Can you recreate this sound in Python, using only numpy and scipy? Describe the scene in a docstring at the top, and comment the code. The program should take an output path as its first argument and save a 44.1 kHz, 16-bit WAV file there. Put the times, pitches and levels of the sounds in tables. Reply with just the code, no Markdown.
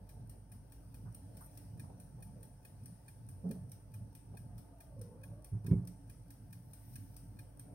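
"""Kitchen timer and pot lid

A wind-up timer ticks in a tiled kitchen, its clicks ringing its plastic case and metal works,
over the low rumble of the house and a thin hiss. A glass lid is lifted off one pot, lowered
over another and set down; its soft knocks make the pots ring, and the air under it hums.
A small microphone with two sound openings listens and adds a strong ring to the treble."""
import sys
import numpy as np
from scipy import signal
from scipy.fft import next_fast_len
from scipy.io import wavfile
from scipy.ndimage import uniform_filter1d

SR = 44100
rng = np.random.default_rng(int(sys.argv[2]) if len(sys.argv) > 2 else 0)


def waveform_to_disk(signal):
    """Save audio, clipped to [-1, 1], as 16-bit WAV at the path in sys.argv[1]."""
    frames = np.transpose(np.atleast_2d(signal))
    scaled = np.clip(frames, -1, 1) * 32767
    samples = np.round(scaled).astype(np.int16)
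    wavfile.write(sys.argv[1], SR, samples)


N = 341334

# tones of the timer's metal works: (pitch [Hz], time to fade 60 dB [s], left [dB], right [dB])
METAL_TONES = [(5700, .016, -12, -12), (8800, .014, -9, -1), (9080, .018, -5, -9), (9700, .012, -5, -8),
               (11900, .05, -11, -12)]


def amp(db):
    return 10 ** (np.asarray(db) / 20)


def unit_level(x):
    return x / np.sqrt(np.mean(x ** 2) + 1e-20)


def at_pitch(table, hz, column=1):
    """Look up a table column at any frequency, on a log scale."""
    columns = np.transpose(table)
    return np.interp(np.log(hz + 1), np.log(columns[0] + 1), columns[column])


def over_time(table, column=1):
    """Stretch a table column to one value a sample."""
    columns = np.transpose(table)
    return np.interp(np.arange(N) / SR, columns[0], columns[column])


def add(mix, start_s, sound):
    part = mix[:, round(start_s * SR):][:, :sound.shape[-1]]
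    part += sound[..., :part.shape[1]]


def resonate(x, hz, width_hz):
    """Keep a narrow band at unit level: shift hz down to zero, smooth twice, shift back."""
    turn = np.exp(2j * np.pi * np.cumsum(hz * np.ones(N)) / SR)
    pole = np.exp(-np.pi * width_hz / SR)
    once = signal.lfilter([1 - pole], [1, -pole], x / turn)
    return unit_level((turn * signal.lfilter([1 - pole], [1, -pole], once)).real)


def noise(shape_db, patchy_db):
    """Stereo noise with a given spectrum and drifting louder and softer patches."""
    # how alike the two channels are: (frequency [Hz], likeness [1 = the same])
    likeness = [(60, 0.95), (150, 1), (380, 0.52), (950, 0.46), (2380, -0.046), (5980, -0.18), (15000, 1)]
    frames, hz = N // 512 + 6, np.fft.rfftfreq(2048, 1 / SR)
    a, b, c, d, patches = rng.standard_normal((frames, 1025, 5), np.float32).T
    patches = unit_level(uniform_filter1d(uniform_filter1d(patches, 14, 0), 6, 1))
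    same, left = at_pitch(likeness, hz)[:, None], a + 1j * b
    spectrum = np.array([left, same * left + np.sqrt(1 - same ** 2) * (c + 1j * d)])
    spectrum *= amp(shape_db(hz)[:, None] + patchy_db * patches)
    return unit_level(signal.istft(spectrum, nperseg=2048, noverlap=1536)[1][:, :N])


def waver(top_hz, count=30):
    """A slow random wobble: a sum of sine waves, the slower the stronger."""
    t = np.arange(0, N + 200, 200) / SR
    hz = np.geomspace(top_hz / 6, top_hz, count)[:, None]
    slow = (np.sin(2 * np.pi * (hz * t + rng.random((count, 1)))) / np.sqrt(hz)).sum(0)
    return np.interp(np.arange(N) / SR, t, unit_level(slow))


def house_rumble():
    """A broad rumble with fuzzy drones; mains hum, bass and middle each swell on their own."""
    # tone colour of the rumble: (frequency [Hz], relative level [dB])
    spectrum = [(15, -62), (25, -10.5), (49, -10.5), (71, -42.5), (108, -0.5), (208, -9.5), (278, -15.5),
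                (371, -25.5), (409, -21), (649, -22.5), (883, -35.5), (1110, -39.5), (1600, -33),
                (2140, -60.5), (2500, -38.5), (3250, -37), (5500, -120)]
    # two bass drones, then three middle ones: (pitch [Hz], width [Hz], relative level [dB])
    drone_bands = [(102.5, 30, 1), (170.1, 11, -10.5), (279.7, 20.8, -0.5), (716.5, 30, -10.5),
                   (877, 79, -7)]
    # swell of the mains hum: (time [s], level [dB])
    hum_levels = [(0, -56), (0.4, -55.5), (0.6, -62.5), (0.8, -57.5), (1.4, -57), (1.6, -65), (2.0, -62),
                  (2.3, -58), (3.4, -68), (4.3, -60.5), (5.4, -58), (6.2, -58), (6.45, -66), (7.4, -54.5),
                  (7.74, -62)]
    # swell of the bass: (time [s], level [dB])
    bass_levels = [(0, -57.5), (0.26, -49.5), (0.36, -56.5), (0.9, -58), (1.1, -54), (1.2, -53.5),
                   (1.5, -58.5), (1.8, -49.5), (1.9, -52.5), (2.3, -54), (2.6, -56.5), (3.15, -56.5),
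                   (3.3, -50.5), (3.4, -53.5), (3.67, -48.5), (3.85, -58.5), (3.98, -50.5), (4.25, -56),
                   (4.4, -51.5), (4.85, -59), (5.05, -55.5), (5.35, -52.5), (5.5, -66), (6.0, -57),
                   (6.6, -53.5), (6.76, -60), (6.96, -47.5), (7.05, -53.5), (7.74, -54.5)]
    # swell of the middle: (time [s], level [dB], level of its lowest drone [dB])
    middle_levels = [(0, -66.5, -70), (0.5, -69.5, -71), (1.3, -67.5, -65.5), (2.2, -68.5, -68),
                     (2.6, -68, -73.5), (3.9, -69.5, -72.5), (4.6, -67.5, -66), (4.85, -69, -70),
                     (5.15, -67.5, -66), (5.7, -67.5, -72), (6.0, -69.5, -63.5), (6.6, -70.5, -71.5),
                     (7.0, -69.5, -63), (7.74, -67.5, -64)]
    split_hz, mains_hz = 260, 50
    low = noise(lambda hz: at_pitch(spectrum, hz) - 40 * (hz > split_hz), patchy_db=3)
    middle = noise(lambda hz: at_pitch(spectrum, hz) - 60 * (hz <= split_hz), patchy_db=2.5)
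    white = noise(np.zeros_like, patchy_db=2)
    drones = [resonate(white, hz, width) for hz, width, _ in drone_bands]
    # the lowest drone is a motor: it wavers in pitch more than in level
    motor_level = abs(signal.hilbert(drones[0].mean(0), next_fast_len(N))[:N])
    drones[0] = unit_level(drones[0] / (motor_level + 0.049) ** 0.48)
    drones = [amp(db) * drone for drone, (_, _, db) in zip(drones, drone_bands)]
    hum = amp(over_time(hum_levels)) * np.sqrt(2) * np.sin(2 * np.pi * mains_hz * np.arange(N) / SR)
    steady = amp(-60.5) * resonate(white, hz=65.5, width_hz=38)
    bass_gain = amp(over_time(bass_levels) + 1.78 * waver(top_hz=9))
    bass = bass_gain * (amp(-2.5) * low + drones[0] + drones[1])
    middle = amp(over_time(middle_levels)) * (amp(1.5) * middle + sum(drones[3:]))
    middle += amp(over_time(middle_levels, column=2)) * drones[2]
    return (hum + steady + bass + middle) * amp([[-.6], [.6]])


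def hiss():
    """A thin hiss whose top end comes and goes, over steady circuit noise."""
    # swell of the hiss: (time [s], level [dB], share of its top end [dB])
    levels = [(0, -70.5, -10), (0.5, -73, -9), (0.75, -69.5, -5), (1.25, -66, -11), (1.59, -63.5, -3),
              (1.79, -68, -10), (2.7, -69, -9), (2.85, -66, -9), (3.8, -71, -8), (4.4, -69.5, -14),
              (4.9, -71.5, -8.5), (5.9, -72.5, -13), (6.1, -67.5, -13), (6.6, -71, -1.5), (6.94, -61, 0),
              (7.4, -70.5, -5), (7.74, -70, -7)]
    body = noise(lambda hz: -40 * (hz < 1500) - 14 * (hz > 10500), patchy_db=2.5)
    top = noise(lambda hz: -60 * (hz < 10500), patchy_db=1.5) * amp(over_time(levels, column=2))
    circuit = noise(lambda hz: at_pitch([(1000, 1), (12000, -5), (15000, -35)], hz), patchy_db=0)
    return amp(over_time(levels)) * (body + top) + amp(-74.5) * amp([[3], [-3]]) * circuit


def ring(tones, clicks, chance):
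    """Each tone builds up while clicks feed it, then dies away; chance shifts its level."""
    t = np.arange(4400) / SR
    hz, fade_s, left_db, right_db = np.transpose(tones)[:, :, None]
    energy = signal.fftconvolve(amp(-120 * t / fade_s)[None], clicks[:, None] ** 2, axes=2)[..., :len(t)]
    swing = np.sqrt(abs(energy) / energy.max(2, keepdims=True))
    detune = 1 + 0.0075 * rng.standard_normal((len(tones), 1))
    phase = rng.random((2, len(tones), 1))
    gain = amp([left_db, right_db] + 1.83 * chance[:, None])
    return (gain * swing * np.sin(2 * np.pi * (hz * detune * t + phase))).sum(1)


def timer_ticks():
    """Each beat: a faint unlocking click, then a catch rattles on a wheel; case and works ring."""
    # tick and tock in turn: (time [s], level [dB], case ring [dB], works ring [dB])
    beats = [(0.0907, -54, -3.5, -9), (0.295, -54.5, -19, 5), (0.5173, -58.5, 3, 5.5),
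             (0.7201, -55.5, 1.5, -2), (0.9424, -55.5, 2, 1.5), (1.1462, -53.5, -6, 9),
             (1.369, -53, -4, -3), (1.5738, -45.5, -25, -5), (1.7958, -49.5, 5.5, -5),
             (1.9988, -60.5, -1, 11), (2.2238, -57, 9, 7), (2.429, -55.5, 3, 7.5),
             (2.6494, -51.5, 3.5, -10), (2.857, -56.5, 1.5, 12.5), (3.0805, -57.5, 12.5, 3),
             (3.287, -59, 3, 10), (3.5103, -43.5, -1, -18), (3.7168, -52, -6, 8.5), (3.939, -54, 3, -0.5),
             (4.1503, -50.5, -5, -4), (4.3699, -55.5, 11.5, -1), (4.579, -54, -8, -27),
             (4.804, -56.5, 7, 1.5), (5.014, -51, -4, 2), (5.234, -55, 9.5, 1.5), (5.4442, -51.5, -9, 2),
             (5.6647, -45, 0.5, -14), (5.8731, -45.5, -12, -7), (6.096, -54, 1, -1), (6.3042, -51, -4, -29),
             (6.5274, -48.5, 1.5, -5), (6.7334, -51.5, -10, 2.5), (6.9563, -47, 1.5, 6),
             (7.1648, -46.5, -20, -13), (7.3891, -52.5, 8.5, -2), (7.5941, -52.5, -1, 9.5)]
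    # tones of the plastic case: (pitch [Hz], time to fade 60 dB [s], left [dB], right [dB])
    case_tones = [(1645, .045, -22, -4), (1790, .04, -20, -6), (2455, .032, -2, -19), (3600, .02, -14, -17),
                  (4350, .02, -18, -10)]
    rattle_ms, lead_ms = (10.3, 6), (2.5, 1)  # (tick, tock); the rattle starts early by the lead
    usual_db, unlock_db, unlock_lead_s = -52.5, -13.5, .0235
    direct, to_room = np.zeros((2, N)), np.zeros((2, N))
    t = np.arange(900) / SR
    body_band = signal.butter(2, (2800, 11000), "bandpass", fs=SR)
    case_band = signal.butter(4, 1500, "highpass", fs=SR)
    top_band = signal.butter(4, 10800, "highpass", fs=SR)
    for k, (time_s, db, case_db, works_db) in enumerate(beats):
        grit, chance = rng.standard_normal((3, 900)), rng.standard_normal((2, 5))
        lead = lead_ms[k % 2] / 1000
        rise = np.minimum(t / (lead + .0006), 1) ** 2
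        fall = np.exp(-t / 0.029) / (1 + np.exp((t - rattle_ms[k % 2] / 1000) / .0012))
        flicker = amp(1.5 * unit_level(uniform_filter1d(grit[2], 25)))
        clicks = (grit[:2] + 0.2 * grit[2]) * rise * fall * flicker
        clicks /= np.sqrt((clicks ** 2).sum(1, keepdims=True) / 300)
        works = amp(works_db) * ring(METAL_TONES, clicks, chance[0])
        case = amp(case_db) * signal.lfilter(*case_band, ring(case_tones, clicks, chance[1]))
        # stronger beats are duller and have a smaller share of echo
        top_gain, room_gain = amp(1.5 - 0.19 * (db - usual_db)), amp(-0.68 * (db - usual_db))
        beat = np.zeros_like(works)
        beat[:, :900] = signal.lfilter(*body_band, clicks) + top_gain * signal.lfilter(*top_band, clicks)
        carried = beat + amp(-28) * case + amp(-12) * works  # rings carry less far than clicks
        add(to_room, time_s - lead, amp(db) * room_gain * carried)
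        add(direct, time_s - lead, amp(db) * (beat + case + works))
        add(direct, time_s - unlock_lead_s, amp(db + unlock_db) * (beat + works + 0.59 * case))
    return direct + amp(6.5) * kitchen_echo(to_room)


def kitchen_echo(x):
    """Quick echoes off nearby tiles and jars, then the room, each band fading at its own speed."""
    # the room's echo: (frequency [Hz], time to fade 60 dB [s], relative level [dB])
    bands = [(1500, 0.7, 10.5), (4900, 0.36, -1), (8960, 0.83, 1), (12800, 0.33, 0), (15600, 0.67, -13)]
    hz, t, spectrum = signal.stft(rng.standard_normal((2, SR)), SR, nperseg=128)
    room = amp(at_pitch(bands, hz, column=2)[:, None] - 60 * t / at_pitch(bands, hz)[:, None])
    nearby = amp(-1.5 - 60 * t / 0.14)
    tail = signal.istft(spectrum * (room + nearby), SR, nperseg=128)[1]
    return signal.fftconvolve(x, tail / np.linalg.norm(tail[0]), axes=1)[:, :N]


def lid_knocks(knocks, pot_tones):
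    """The lid's rubber rim gives a soft push: pot and hob swell and ring; the rim adds a dry clack."""
    out, t = np.zeros((2, N)), np.arange(16000) / SR
    hz, tone_db, fade_s = np.transpose(pot_tones)[:, :, None]
    apart = np.clip(hz / 500, 0, 1)  # higher tones differ more between left and right
    for time_s, db, rise_ms, bass_db, clack_db, clack_hz, stretch in knocks:
        swell = 1 - np.exp(-(t / (rise_ms / 1000)) ** 2)
        fade_db = -60 * t / (stretch * fade_s)
        fade = amp(2 * fade_db) + 0.42 * amp(fade_db)  # the hand damps the first swing
        tones = amp(tone_db + bass_db * (hz < 150)) * fade * np.sin(2 * np.pi * hz * t)
        # nearby tones and echoes make each ring flutter, more so late on
        wobble = uniform_filter1d(rng.standard_normal((3, len(pot_tones), 1600)), size=90)
        shared, left, right = unit_level(uniform_filter1d(wobble.repeat(10, 2), size=10))
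        flutter = 0.46 * np.minimum(t / 0.14, 1) * (shared + apart * np.array([left, right]))
        grit = rng.standard_normal((2, len(t))) * amp(-60 * t / (0.19 * stretch))
        band = signal.butter(3, (clack_hz / 1.55, clack_hz * 1.55), "bandpass", fs=SR, output="sos")
        sound = amp(clack_db) * signal.sosfilt(band, grit) - ((1 + flutter) * tones).sum(1)
        add(out, time_s, amp([[db - 1.2], [db + 1.2]]) * swell * sound)
    return out


def spring_slip():
    """The timer's spring slips and keeps the metal works buzzing for a moment."""
    # slips of the spring: (time [s], level [dB], length [s])
    slips = [(1.407, -54.5, 0.065)]
    out = np.zeros((2, N))
    for time_s, db, length_s in slips:
        buzz = rng.standard_normal((2, 4000)) * (np.arange(4000) < length_s * SR)
        stutter = unit_level(uniform_filter1d(rng.standard_normal((2, 4400)), size=70))
        add(out, time_s, amp(db) * stutter * ring(METAL_TONES, buzz, np.array([-2, 1, -0.5, -2.5, 6])))
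    return out


def air_under_lid():
    """Room noise rings in the air between lid and soup; the pitch follows the gap."""
    # the air's note as the lid sinks, lifts a little and sinks again: (time [s], pitch [Hz], level [dB])
    note = [(4.45, 690, -69), (4.7, 694, -77), (4.8, 676, -65.5), (4.88, 650, -74), (4.94, 580, -62),
            (5.03, 476, -58), (5.15, 500, -55.5), (5.19, 515, -66), (5.38, 602, -66.5), (5.52, 570, -77)]
    white, hz = rng.standard_normal(N), over_time(note)
    t = np.arange(N) / SR
    gate = np.clip((t - note[0][0]) / 0.06, 0, 1) * np.clip((note[-1][0] - t) / .05, 0, 1)
    lower = amp(over_time(note, column=2)) * resonate(white, hz, width_hz=71)
    upper = amp(-82) * resonate(white, hz + 550, width_hz=51)
    return gate * (lower + upper)


def scene():
    """Mix the house, the lid on its two pots, the timer and the hiss."""
    # hand and lid knock on pot and hob: (time [s], level [dB], rise [ms], boost under 150 Hz [dB],
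    # rim clack [dB], clack pitch [Hz], stretch of the fade time [factor])
    knocks = [(1.049, -48, 16.6, 7.5, 9.5, 990, 0.79), (1.402, -57.5, 8.8, -4, 17, 1080, 0.98),
              (1.831, -60, 5.3, -18, 19, 720, 0.85), (1.89, -52.5, 6.5, 1, 10.5, 570, 1.24),
              (2.18, -48.5, 7.9, -26, 9.5, 576, 0.74), (4.33, -53.5, 12, -17, 22.5, 530, 0.63),
              (4.975, -46, 15, -6, -16, 600, 1.17), (5.514, -36.5, 19.5, 9.5, -22, 545, 0.84),
              (5.637, -35.5, 14, -2, -8, 950, 0.81), (5.673, -29.5, 8.2, -12, -26, 950, 0.7),
              (5.703, -9.5, 13.2, -6, -32, 1000, 0.34), (5.71, -60, 2.1, 25, 24.5, 2280, 0.24),
              (5.727, -29.5, 2.9, -2.5, -18, 500, 1.4)]
    # the lid sticks and lets go as it comes off the steel pot behind: columns as for the knocks
    lifts = [(3.431, -22, 34.5, -20, 2, 495, 0.82), (3.452, -61, 11, -8, 16, 600, 0.31),
             (3.5, -34.5, 4.5, -17, -4, 453, 0.9), (3.54, -42.5, 16, -20, 9, 480, 0.87)]
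    # tones of the pot and the hob under it: (pitch [Hz], level [dB], base fade time [s])
    pot_tones = [(64, 5, 0.11), (107.1, 5.5, 0.41), (125.5, -2, 0.4), (178.8, -1.5, 0.52), (210.5, 0, 0.15),
                 (280.3, -14, 0.36), (380.6, -11, 0.22), (454, -14, 0.14), (520, -7, 0.048),
                 (975, -41, 0.52), (2200, -27, 0.12)]
    # tones of the steel pot: (pitch [Hz], level [dB], base fade time [s])
    steel_tones = [(112.7, 0, .5), (182.2, 1.5, 0.44), (198.5, 7, 0.12), (259.7, -13, 0.4),
                   (405, -15, 0.27), (448, -11.5, 0.19), (537, -10, 0.12)]
    low = house_rumble() + air_under_lid()
    low += lid_knocks(knocks, pot_tones) + lid_knocks(lifts, steel_tones)
    return low + timer_ticks() + spring_slip() + hiss()


def record(dry):
    """The microphone's openings ring and colour the treble; the deepest bass and very top are cut."""
    # tone colour of the two openings: (frequency [Hz], left [dB], right [dB])
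    openings = [(1150, -2, -2), (2126, -9, -12.5), (3610, -16, -16), (5670, -6, -8), (6220, -10.5, -15),
                (7370, -40, -16), (8380, -1.5, -8.5), (9110, -5, -1), (8680, 6, 3), (9900, -3, -11.5),
                (10500, -8, -14), (12840, -2.5, -8), (15600, -2.5, -12)]
    hz = np.fft.rfftfreq(1024, 1 / SR)
    log_gain = np.log(amp([at_pitch(openings, hz, column=1), at_pitch(openings, hz, column=2)]))
    mirrored = np.concatenate([log_gain, log_gain[:, -2:0:-1]], 1)
    # a filter that rings only after a sound, never before it (minimum phase)
    taps = np.fft.ifft(np.exp(np.conj(signal.hilbert(mirrored, axis=1))), axis=1).real
    coloured = signal.oaconvolve(dry, taps[:, :512], axes=1)[:, :N]
    bass_cut = signal.butter(4, 42, "highpass", fs=SR, output="sos")
    top_cut = signal.firwin(511, 15900, window=("kaiser", 9), fs=SR)
    return signal.oaconvolve(signal.sosfilt(bass_cut, coloured), top_cut[None], "same")


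dry = scene()
out = record(dry)
waveform_to_disk(out)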